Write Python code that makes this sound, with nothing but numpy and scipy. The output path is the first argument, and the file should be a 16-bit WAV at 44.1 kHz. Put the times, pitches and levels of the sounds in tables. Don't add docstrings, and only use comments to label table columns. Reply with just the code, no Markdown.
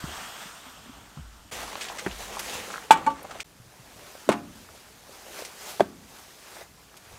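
import sys
import numpy as np
from scipy import signal
from scipy.fft import rfft, irfft, next_fast_len
from scipy.io import wavfile
from scipy.ndimage import uniform_filter1d

SR = 44100
rng = np.random.default_rng(int(sys.argv[2]) if len(sys.argv) > 2 else 0)


def makeup_ratio(level_db):
    decades = np.asarray(level_db, float) / 20
    return 10 ** decades


def generate_wav(sig):
    pcm = np.round(np.clip(np.atleast_2d(sig).T, -1, 1) * 32767).astype(np.int16)
    wavfile.write(sys.argv[1], SR, pcm)


N = 316638


def evened(x):
    return x / np.sqrt(np.mean(x ** 2) + 1e-20)


def read(points, hz):
    f, value = np.transpose(points)
    return np.interp(np.log(hz + 1), np.log(f + 1), value)


def add(mix, s, sound):
    part = mix[round(s * SR):][:len(sound)]
    part += sound[:len(part)]


def coloured(x, points):
    size = next_fast_len(len(x))
    gain = makeup_ratio(read(points, np.fft.rfftfreq(size, 1 / SR)))
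    return irfft(rfft(x, size) * gain, size)[:len(x)]


def seconds(length):
    return np.arange(round(length * SR)) / SR


def wavering(size, smooth):
    return evened(uniform_filter1d(rng.standard_normal(size), size=smooth))


def ring(modes, t):
    return sum(makeup_ratio(db - 60 * t / t60) * np.sin(2 * np.pi * hz * t) for hz, db, t60 in modes)


def swells(t, rows):
    return np.array([makeup_ratio(db - 10 * np.maximum((s - t) / rise, (t - s) / fall)) ** 2
                     for s, db, rise, fall, *_ in rows])


# f/Hz, level/dB per Hz
SOFT_HISS = [(120, -33), (200, -6.5), (249, -12.5), (380, -1.5), (464, -3), (600, -2), (1940, -6.5),
             (2410, -6.5), (2900, -7), (6370, -7.5), (12300, -13.5), (15100, -15.5), (15900, -25)]


def microphone_hiss():
    return makeup_ratio(-61.5) * evened(coloured(rng.standard_normal(N), SOFT_HISS))


# f/Hz, level/dB per Hz
RUMBLE = [(12, -28), (20, -21), (30, -16), (45, 1), (113, -2.5), (161, -3), (253, -5.5), (300, -4.5),
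          (390, -20), (660, -120)]
# peak t/s, level/dB, rise/s per 10 dB, fall/s per 10 dB
DRAUGHTS = [(.11, -48, 0.66, 0.21), (.99, -50, 0.3, 0.3), (1.66, -49, 0.3, 0.08), (2.13, -47, 0.15, 0.15),
            (2.56, -47, 0.2, 0.15), (3.0, -46, 0.1, 0.2), (3.36, -51.5, 0.5, 0.25),
            (3.96, -50.5, 0.17, 0.11), (4.5, -48, 0.18, 0.25), (4.95, -57, 0.18, 0.6),
            (5.93, -52.5, 0.3, 0.4), (6.72, -57, 0.5, 0.5)]


def draught_rumble(t, rest_db):
    noise = evened(coloured(rng.standard_normal(len(t)), RUMBLE))
    return noise * np.sqrt(makeup_ratio(rest_db) ** 2 + swells(t, DRAUGHTS).sum(0))


def rustle(shot, moves, colour, patchy_db, flicker_db, crackle_db, slips_per_s):
    start, end, rest_db, rumble_db = shot
    size = round((end - start) * SR)
    t = start + np.arange(size) / SR

    slip_sizes = makeup_ratio(1.3 * np.minimum(rng.exponential(1, size), 5))
    slips = slip_sizes * (rng.random(size) < slips_per_s / SR)
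    slips = signal.oaconvolve(slips, makeup_ratio(-60 * seconds(.01) / 0.0031))[:size]
    drive = rng.standard_normal(size) * (1 + makeup_ratio(crackle_db) * evened(slips))

    hz, at, z = signal.stft(drive, SR, nperseg=256, noverlap=192)
    patches = uniform_filter1d(rng.standard_normal(z.shape), size=3, axis=0)
    patches = evened(uniform_filter1d(patches, size=30, axis=1))
    flicker = wavering(len(at), 14)
    z = z * makeup_ratio(patchy_db * patches + flicker_db * flicker)
    drive = signal.istft(z, SR, nperseg=256, noverlap=192)[1][:size]

    hiss = coloured(drive, colour)
    body = coloured(hiss, [(1500, 0), (2500, -6), (5000, -30)])
    power = swells(t, moves)
    brightness = makeup_ratio(np.array(moves)[:, 4]) ** 2
    dull_level = np.sqrt(makeup_ratio(rest_db) ** 2 + power.sum(0))
    bright_level = np.sqrt(makeup_ratio(rest_db) ** 2 + brightness @ power)
    sound = evened(body) * dull_level + evened(hiss - body) * bright_level
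    sound = sound + makeup_ratio(-4.5) * draught_rumble(t, rumble_db)
    return start, sound * np.minimum(np.arange(size) / 150, 1)


# start t/s, end t/s, rustle level at rest/dB, rumble level at rest/dB
SHOTS = [
    (0, 1.505, -59, -58.5),
    (1.512, 3.432, -56, -56),
    (3.444, 7.18, -64, -59.5),
]
# f/Hz, level/dB per Hz
TARP = [(120, -16), (200, -2.5), (258, -8), (299, -7), (464, -4), (528, -7), (611, -0.5), (1370, 1.5),
        (2240, -7.5), (3300, -5.5), (3960, -12), (8240, -12.5), (9200, -15), (10000, -25), (12800, -18),
        (14400, -24), (15900, -27)]
# peak t/s, level/dB, rise/s per 10 dB, fall/s per 10 dB, brightness/dB
TARP_MOVES = [
    (.09, -44, 0.15, 0.12, -3),
    (.21, -42, 0.4, 0.25, -1),
    (.41, -46.5, 0.1, 0.22, 1.5),
    (.66, -53.5, 0.06, 0.2, 1),
    (.97, -53, 0.64, 0.35, -5.5),
]


def tarp_rustle():
    return rustle(SHOTS[0], TARP_MOVES, TARP, 1.5, 0.43, -21, 660)


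# t/s, peak level/dB, f/Hz, t60/s
THUMPS = [(0.04, -19, 166, 0.03), (.08, -36, 249, 0.056), (0.457, -35.5, 190, 0.0344),
          (0.661, -46.5, 255.7, 0.17), (.785, -49, 155.5, 0.14), (.86, -46, 253.2, 0.16),
          (0.893, -35, 259, 0.069), (1.1697, -31, 160.4, 0.096), (1.1837, -29.5, 155, 0.081),
          (1.525, -40, 137, 0.062), (2.0635, -25.5, 191, 0.1), (3.6, -44, 119, 0.16),
          (3.661, -45, 124.7, .1), (3.795, -43.5, 124, 0.119), (7.071, -51.5, 100, .1),
          (7.136, -43.5, 110, 0.102)]


def thump(s, db, hz, t60):
    t = seconds(0.35)
    wobble = 1 + 0.26 * wavering(len(t), 300)
    body = ring([(hz, db, t60), (1.354 * hz, db - 12.5, t60)], t)
    return s, body * wobble * np.minimum(t / 0.003, 1)


# t/s, peak level/dB, f/Hz, t60/s
BOOMS = [
    (.04, -32.5, 68.5, 0.34),
    (1.171, -35.5, 55.84, 0.81),
    (1.525, -45.5, 49.8, 0.72),
    (2.061, -37.5, 51.32, 0.95),
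    (7.09, -50.5, 59, 0.97),
]


def ground_boom(s, db, hz, t60):
    t = seconds(.7)
    wobble = 1 + 0.24 * wavering(len(t), 300)
    sag = hz * (1 + 0.8 * np.exp(-t / 0.03))
    phase = 2 * np.pi * np.cumsum(sag * wobble) / SR
    return s, makeup_ratio(db - 60 * t / t60) * np.sin(phase) * np.minimum(t / 0.038, 1)


# t/s, peak level/dB, f/Hz, t60/s
KNOCKS = [(1.173, -37, 880, 0.031), (1.521, -38, 1130, 0.056), (1.726, -36, 800, 0.039),
          (1.757, -33, 700, 0.02), (2.064, -29, 2100, 0.031), (2.0645, -23, 380, 0.06),
          (2.372, -33, 740, 0.04), (2.763, -34, 1500, 0.04), (3.308, -29.5, 1300, 0.06),
          (3.312, -34, 800, .05), (3.322, -39, 680, .04), (3.295, -40, 620, .08), (3.349, -37, 684, 0.083),
          (3.354, -35, 650, .06), (3.364, -39, 560, .06), (4.689, -41, 1360, 0.032),
          (5.093, -41, 516, 0.03), (5.266, -39.5, 608, 0.034), (5.389, -33, 640, 0.05),
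          (5.421, -29.5, 479, 0.029), (5.739, -34.5, 800, 0.0166), (6.567, -37, 842, 0.025),
          (6.611, -40, 640, 0.05), (6.942, -44, 1300, 0.031), (6.888, -47.5, 1500, .03),
          (2.553, -28, 1010, .03), (1.9, -32.5, 890, 0.031), (2.0635, -25, 880, 0.029),
          (2.071, -26, 1590, .03), (2.097, -37, 2450, .03), (2.112, -34, 2880, .04),
          (2.048, -34, 3300, .015), (1.82, -36, 700, .03), (1.811, -30.5, 2450, 0.078),
          (1.818, -31, 2900, .05), (1.986, -33, 1900, 0.046), (1.992, -32, 2450, .07),
          (1.68, -36, 800, .025), (1.702, -34, 780, .03), (1.918, -35, 950, .04), (2.679, -33, 528, .03),
          (1.635, -31, 1250, .05), (6.6145, -37, 600, .05)]


def knock(s, db, hz, t60):
    t = seconds(.15)
    puff_colour = [(hz / 3, -20), (hz, 0), (1.7 * hz, -14), (9000, -34), (16000, -45)]
    puff = evened(coloured(rng.standard_normal(len(t)), puff_colour))
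    swing = (.3 + 1.6 * np.exp(-t * hz * .6)) * np.sin(2 * np.pi * hz * t)
    swing = swing * np.minimum(t * hz / 1.1, 1)
    return s, makeup_ratio(db - 60 * t / t60) * (swing + 0.55 * puff * np.minimum(t * hz, 1))


# t/s, peak
# level/dB, f/Hz, rise/ms
TICKS = [(2.7033, -26, 1300, .6), (2.7105, -33, 800, .8), (2.7408, -21, 1400, .65), (2.7582, -24, 1400, .8),
         (2.7797, -24, 1400, .6), (2.8242, -33, 1600, .5), (2.6868, -34, 900, .6), (3.2452, -31, 600, .8),
         (3.2506, -27, 750, .8), (3.2565, -37, 550, 1.2), (3.2225, -37, 500, 1.2), (3.3985, -31, 1500, .6),
         (3.4045, -32, 2200, .7), (3.4052, -31, 3700, .6), (2.9087, -11, 3400, .45),
         (2.3692, -21.5, 950, .9), (2.0628, -19, 1650, .7), (1.1742, -37, 1250, .8),
         (4.1515, -36, 620, 1.6), (4.1568, -41, 1300, .7), (1.7548, -22, 900, .6), (1.587, -27, 1000, .5),
         (1.7305, -29, 900, .8), (6.5705, -34, 1500, .4), (2.399, -26, 2500, .4), (1.899, -30, 1000, .6)]


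def tick(s, db, hz, rise_ms):
    t = seconds(.02)
    u = t * 1000 / rise_ms
    first = makeup_ratio(db) * u ** 2 * np.exp(2 - 2 * u) * np.sin(2 * np.pi * hz * t)
    out = first.copy()
    echo_s, echo_db = .0037, -6.5
    add(out, echo_s, makeup_ratio(echo_db) * first)
    return s, out


# f/Hz, level/dB per Hz
WRAPPER = [(120, -32), (200, 0.5), (232, -5.5), (409, 1), (509, 4.5), (558, 0), (721, 3), (1300, -1),
           (2600, -8), (5210, -15), (6260, -12.5), (12800, -23.5), (15900, -27.5)]
# peak t/s, level/dB, rise/s per 10 dB, fall/s per 10 dB, brightness/dB
WRAPPER_MOVES = [(1.54, -44.5, 0.113, 0.15, 5), (1.62, -39, 0.11, 0.13, -4), (1.83, -46, 0.21, 0.18, 1.5),
                 (1.94, -43.5, 0.18, 0.2, -9.5), (2.23, -45, 0.3, 0.22, 2), (2.33, -42.5, 0.117, 0.12, -6),
                 (2.44, -43.5, 0.091, 0.108, 1.5), (2.55, -38, 0.146, 0.097, 1.5),
                 (2.72, -42, .13, 0.137, -0.5), (3.0, -43.5, .1, 0.23, -16), (3.33, -49, .2, 0.36, -5.5)]


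def wrapper_rustle():
    return rustle(SHOTS[1], WRAPPER_MOVES, WRAPPER, 1.5, 0.53, -11.5, 660)


# t/s, peak level/dB, lowest f/Hz,
# highest f/Hz, t60/s
SNAPS = [(1.8095, -25.5, 1700, 9100, 0.24), (1.884, -27, 1805, 5960, 0.092),
         (1.9842, -24, 1600, 8630, 0.115), (2.03, -38.5, 9000, 14000, 0.019),
         (2.393, -19.5, 900, 13000, 0.0745), (3.2294, -35, 10500, 13980, 0.029),
         (3.2464, -41, 2490, 8000, 0.053), (3.3105, -34, 1800, 9000, 0.065), (3.364, -38, 1500, 4500, .03),
         (3.2965, -39, 1500, 3500, .04), (3.3985, -26, 1300, 4000, 0.043), (3.4028, -23, 2000, 8640, 0.065),
         (5.4495, -25.5, 2000, 10900, 0.069), (6.972, -37, 2500, 13100, 0.05),
         (6.967, -42, 2500, 9000, .06), (6.894, -45, 2800, 4200, .04), (2.9175, -17, 7200, 9000, .05),
         (2.926, -24, 4500, 12000, .06), (2.9087, -20, 7000, 13000, .07), (3.064, -34, 6800, 10000, .08),
         (5.422, -34, 2000, 4500, .03), (1.822, -30, 1800, 4000, .05), (1.7545, -25, 900, 5000, .03),
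         (1.729, -30, 900, 4500, .04), (1.587, -31, 1000, 5000, .04), (1.85, -32, 1500, 4000, 0.12)]


def snap(s, db, low_hz, high_hz, t60):
    t = seconds(.2)
    grain = rng.standard_normal(len(t)) * makeup_ratio(2.5 * wavering(len(t), 40))
    colour = [(low_hz / 2, -24), (low_hz, 0), (high_hz, -5), (high_hz, -16), (2.8 * high_hz, -28)]
    burst = evened(coloured(grain, colour))
    return s, makeup_ratio(db - 8.0 - 60 * t / t60) * burst * np.minimum(t / 0.00061, 1)


# f/Hz, level/dB, held/s
DOME = (873.2, 0, 0.0195)


def pan(modes, blows, clatter_t60, linger_db, linger_t60, clatter,
        dome_pitch=1, dome_rise_ms=0.089, dome_longer=1):
    t, out = seconds(.5), np.zeros(N)
    rung = ring(modes, t)
    hz, db, held = DOME
    dome_envelope = (1 - np.exp(-(t * 1000 / dome_rise_ms) ** 2)) * np.exp(-(t / held / dome_longer) ** 5.0)
    dome = makeup_ratio(db - 60 * t / .15) * dome_envelope * np.sin(2 * np.pi * hz * dome_pitch * t)
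    for s, db, contact_ms, clatter_db, *dome_db in blows:
        push = np.sin(np.pi * np.clip(t[:200] * 1000 / contact_ms, 0, 1))
        response = rung + sum(makeup_ratio(dome_db)) * dome
        add(out, s, signal.oaconvolve(makeup_ratio(db) * push / push.sum(), response))

        noise = evened(coloured(rng.standard_normal(len(t)), clatter))
        dull = coloured(noise, [(150, -23), (600, -1.5), (3000, -8), (7000, -20)])
        bright_part = makeup_ratio(-60 * t / clatter_t60) * noise
        lingering_part = makeup_ratio(linger_db - 60 * t / linger_t60) * dull
        add(out, s, makeup_ratio(clatter_db) * (bright_part + lingering_part))
    return signal.sosfilt(signal.butter(4, 190, "high", fs=SR, output="sos"), out)


# f/Hz, level/dB
CLATTER = [(200, -15.5), (500, -0.5), (1100, 9.5), (1900, 0), (3000, 0.5), (5500, -10), (8000, -6),
           (11000, -22.5), (16000, -22)]
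# f/Hz, level/dB, t60/s
EMPTY_PAN = [(802, -27, 0.4), (530, -28, .2), (889, -11, .19), (1147, -21, 0.35), (1490, -11, 0.1),
             (1873, -33, .3), (1230, -8, .025), (2310, -20, .15), (2750, -26, .15), (2945, -20, .13),
             (3290, -24, .1), (3554, -22, .04), (4450, -26, .15), (7800, -21, .045)]
# t/s, strength level/dB, contact/ms, clatter level/dB, pan-bottom level/dB
BUTTER = [
    (2.9074, -2.5, 0.25, -28, 1.5),
    (2.9087, -24, .1, -14.5, -20),
    (2.9165, -24, .15, -24, -20),
    (2.9272, -24, 0.15, -25.5, -20),
    (2.958, -33, 0.3, -39, -12),
    (2.973, -30, 0.3, -36, -20),
]


def butter_landing():
    return pan(EMPTY_PAN, BUTTER, 0.067, -12.5, .36, CLATTER)


# t/s, peak level/dB, f/Hz, rise/ms
SLAPS = [(2.908, -30.5, 400, 1.6), (3.07, -32, 309, 1.48), (4.2755, -32.5, 280, 3.3), (4.29, -6, 510, 1.1),
         (4.2945, -9.5, 347, 1.3), (4.303, -17.5, 233, 3.2), (5.7975, -15, 810, 0.68),
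         (5.8005, -20.5, 347, 1.12), (5.8061, -3, 660, 1.05), (5.8075, -12.5, 360, 2.2),
         (5.8092, -13, 590, 1.1), (5.818, -27.5, 201.4, 6.5), (5.804, -24, 1150, 2.5),
         (5.805, -27, 1600, 2.2), (5.806, -30, 2050, 1.5), (4.292, -20, 640, 2.5), (5.8058, -29, 3400, 1.2)]


def slap(s, db, hz, rise_ms):
    t = seconds(.1)
    u = t * 1000 / rise_ms
    air = -makeup_ratio(db) * u * np.exp(1 - u) * np.sin(2 * np.pi * hz * t)
    return s, signal.sosfilt(signal.butter(2, 70, "high", fs=SR, output="sos"), air)


# t/s, boom level/dB
STOVE_BLOWS = [
    (2.908, -32),
    (3.071, -42),
    (4.288, -28),
    (5.802, -34),
]
# f/Hz, level/dB, t60/s
STOVE = [(87.2, -14.5, 0.9), (168.4, -3, .7), (220.1, -10, .6), (255, -6, 0.55), (292, -2, 0.36),
         (325, -4, 0.49), (400.8, -8, 0.43), (524, -12, 0.58), (694, -12, 0.54)]
# f/Hz, level/dB, t60/s
STOVE_NEAR = [(86.1, -21, 1.8), (174, -11, .7), (194, -3, .15), (221, -10.5, 1.1), (258, -5, 0.65),
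              (291, -4, 0.5), (328, -8, 0.45), (363, -3, .2), (404, -12, 0.45), (578, -20, .6),
              (1017, -16, .35), (1184, -16, .25)]
# f/Hz, level/dB, t60/s
STOVE_FAR = [(86.1, -17, 1.1), (172, -11, 1.0), (221, -11, 1.4), (260, -9, .9), (291, -6, 0.5),
             (328, -16, 0.4), (398, -5, .35), (365, -12, .2), (818, -13, .35), (619, -9, .15),
             (1071, -15, .25), (1320, -18, .3), (1790, -15, .22), (480, -11, .25)]


def stove(s, boom_db, modes):
    t, boom = seconds(1.), 0
    for mode in modes:
        waver = evened(np.interp(t, np.arange(40) / 30, rng.standard_normal(40)))
        boom = boom + ring([mode], t) * (.95 + .12 * waver)
    return s, makeup_ratio(boom_db) * boom * np.minimum(t / 0.019, 1)


# f/Hz, level/dB, t60/s
RIM = [(275, -9, 0.3), (549, -18, 0.2), (889, 0, 0.2), (1152, -14, 0.13), (1500, -8, 0.06),
       (1780, -13, 0.06), (2255, -8, 0.06), (2275, -22, .15), (4350, -18, 0.13), (5350, -28, 0.054),
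       (6950, -22, .06)]
# t/s, strength level/dB, contact/ms, clatter level/dB, pan-bottom level/dB
BOUNCE = [
    (3.0647, -22, 0.15, -36, -20),
    (3.0655, -36, 0.6, -50, 31.5),
]


def butter_bounce():
    return pan(RIM, BOUNCE, 0.056, -6, .3, CLATTER, 1.01, 11., 1.3)


# f/Hz, level/dB, t60/s
WALL = [(549, -11, .22), (695, -23, .3), (1152, 1, .155), (1491, -6, .05), (1885, -21, .08),
        (2560, -28, .065), (2940, -19, .16), (3150, -30, .1)]
# t/s, strength level/dB, contact/ms, clatter level/dB
REBOUND = [
    (3.0735, -21, .2, -41),
    (3.103, -46, .1, -40),
    (3.1165, -50, .1, -47),
]


def butter_rebound():
    return pan(WALL, REBOUND, .05, -8, .3, CLATTER)


# peak t/s, level/dB, rise/s per 10 dB, fall/s per 10 dB, brightness/dB
SLEEVE_MOVES = [(4.07, -50.5, 0.404, 0.2, -2), (4.2, -56.5, 0.158, 0.16, 5), (4.35, -49.5, 0.15, 0.17, -10),
                (4.58, -57, 0.147, 0.23, 2), (4.75, -54.5, 0.208, 0.61, -1), (5.15, -54, 0.14, 0.24, 1.5),
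                (5.39, -42.5, 0.14, 0.12, -1), (5.62, -47.5, 0.114, 0.13, 0), (5.7, -44, 0.092, 0.098, 3),
                (6.17, -52.5, 0.18, 0.37, 1), (6.57, -49.5, 0.26, 0.0587, -1),
                (6.62, -48, 0.12, 0.03, -2.5), (6.8, -61, 0.11, 0.28, 0.5), (7.13, -53, 0.21, 0.36, -1.5)]


def sleeve_rustle():
    return rustle(SHOTS[2], SLEEVE_MOVES, SOFT_HISS, 1.43, 0.379, -17.0, 500)


# f/Hz, level/dB
SOFT_CLATTER = [(200, -13), (500, 1), (1100, 10), (1900, 2), (3000, -0.5), (5500, -8.5), (8000, -7),
                (16000, -30)]
# f/Hz, level/dB, t60/s
LOADED = [(582, -25, 0.4), (615, -26, .4), (703, -18, 0.3), (822, -15.5, 0.3), (880, -11, 0.11),
          (1020, -18.5, 0.36), (1120, -20, 0.17), (1420, -15, 0.08), (1505, -14.5, 0.13),
          (2170, -12.5, 0.049), (2466, -31, 0.18), (3290, -19, 0.041)]
# t/s, strength level/dB, contact/ms, clatter level/dB
FIRST_BUN = [
    (4.29, -16, 0.43, -20.5),
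    (4.298, -18, 0.28, -31),
    (4.317, -19, 0.153, -27.5),
    (4.325, -20, 0.53, -28),
]


def first_bun():
    return pan(LOADED, FIRST_BUN, 0.058, -9.5, 0.26, SOFT_CLATTER)


# t/s, strength level/dB, contact/ms, clatter level/dB
SECOND_BUN = [
    (5.797, -30, 0.59, -30.5),
    (5.8055, -15.5, 0.3, -25.5),
]


def second_bun():
    smothered = [(hz, db, 0.266 * t60) for hz, db, t60 in LOADED]
    return pan(smothered, SECOND_BUN, 0.041, -14, 0.16, SOFT_CLATTER)


# f/Hz, t60/s
SHELTER = [(150, 0.93), (600, 0.1), (1500, 0.35), (4000, 0.24), (12000, 0.084)]


def shelter(x):
    taps = np.zeros(SR // 2)
    at = np.arange(200, len(taps) - 20, 20)
    taps[at + rng.integers(0, 20, len(at))] = rng.choice([-1., 1.], len(at))
    hz, t, z = signal.stft(taps, SR, nperseg=256)
    decay = makeup_ratio(-60 * t / read(SHELTER, hz)[:, None])
    tail = signal.istft(z * decay, SR, nperseg=256)[1]
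    return signal.oaconvolve(x, tail / np.linalg.norm(tail))[:N]


def scene():
    bed = microphone_hiss()
    for sound in (tarp_rustle(), wrapper_rustle(), sleeve_rustle()):
        add(bed, *sound)
    for rows, source in ((THUMPS, thump), (BOOMS, ground_boom)):
        for row in rows:
            add(bed, *source(*row))

    hits = butter_landing() + butter_bounce() + butter_rebound() + first_bun() + second_bun()
    for rows, source in ((KNOCKS, knock), (TICKS, tick), (SNAPS, snap), (SLAPS, slap)):
        for row in rows:
            add(hits, *source(*row))
    for row, modes in zip(STOVE_BLOWS, (STOVE, STOVE, STOVE_NEAR, STOVE_FAR)):
        add(hits, *stove(*row, modes))
    hits += makeup_ratio(-20.5) * shelter(hits)

    change_s = 3.438
    gap = np.clip((abs(np.arange(N) / SR - change_s) - .005) / .002, 0, 1)
    hits[round(change_s * SR):round(4 * SR)] = 0
    return ((bed + hits) * gap)[None]


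def top_cut(x):
    return signal.sosfilt(signal.butter(12, 15900, fs=SR, output="sos"), x)


def record(dry):
    limited = signal.oaconvolve(dry, signal.firwin(255, 15900, fs=SR)[None], "same")
    return top_cut(np.clip(limited, -1, 1))


dry = scene()
out = record(dry)
generate_wav(out)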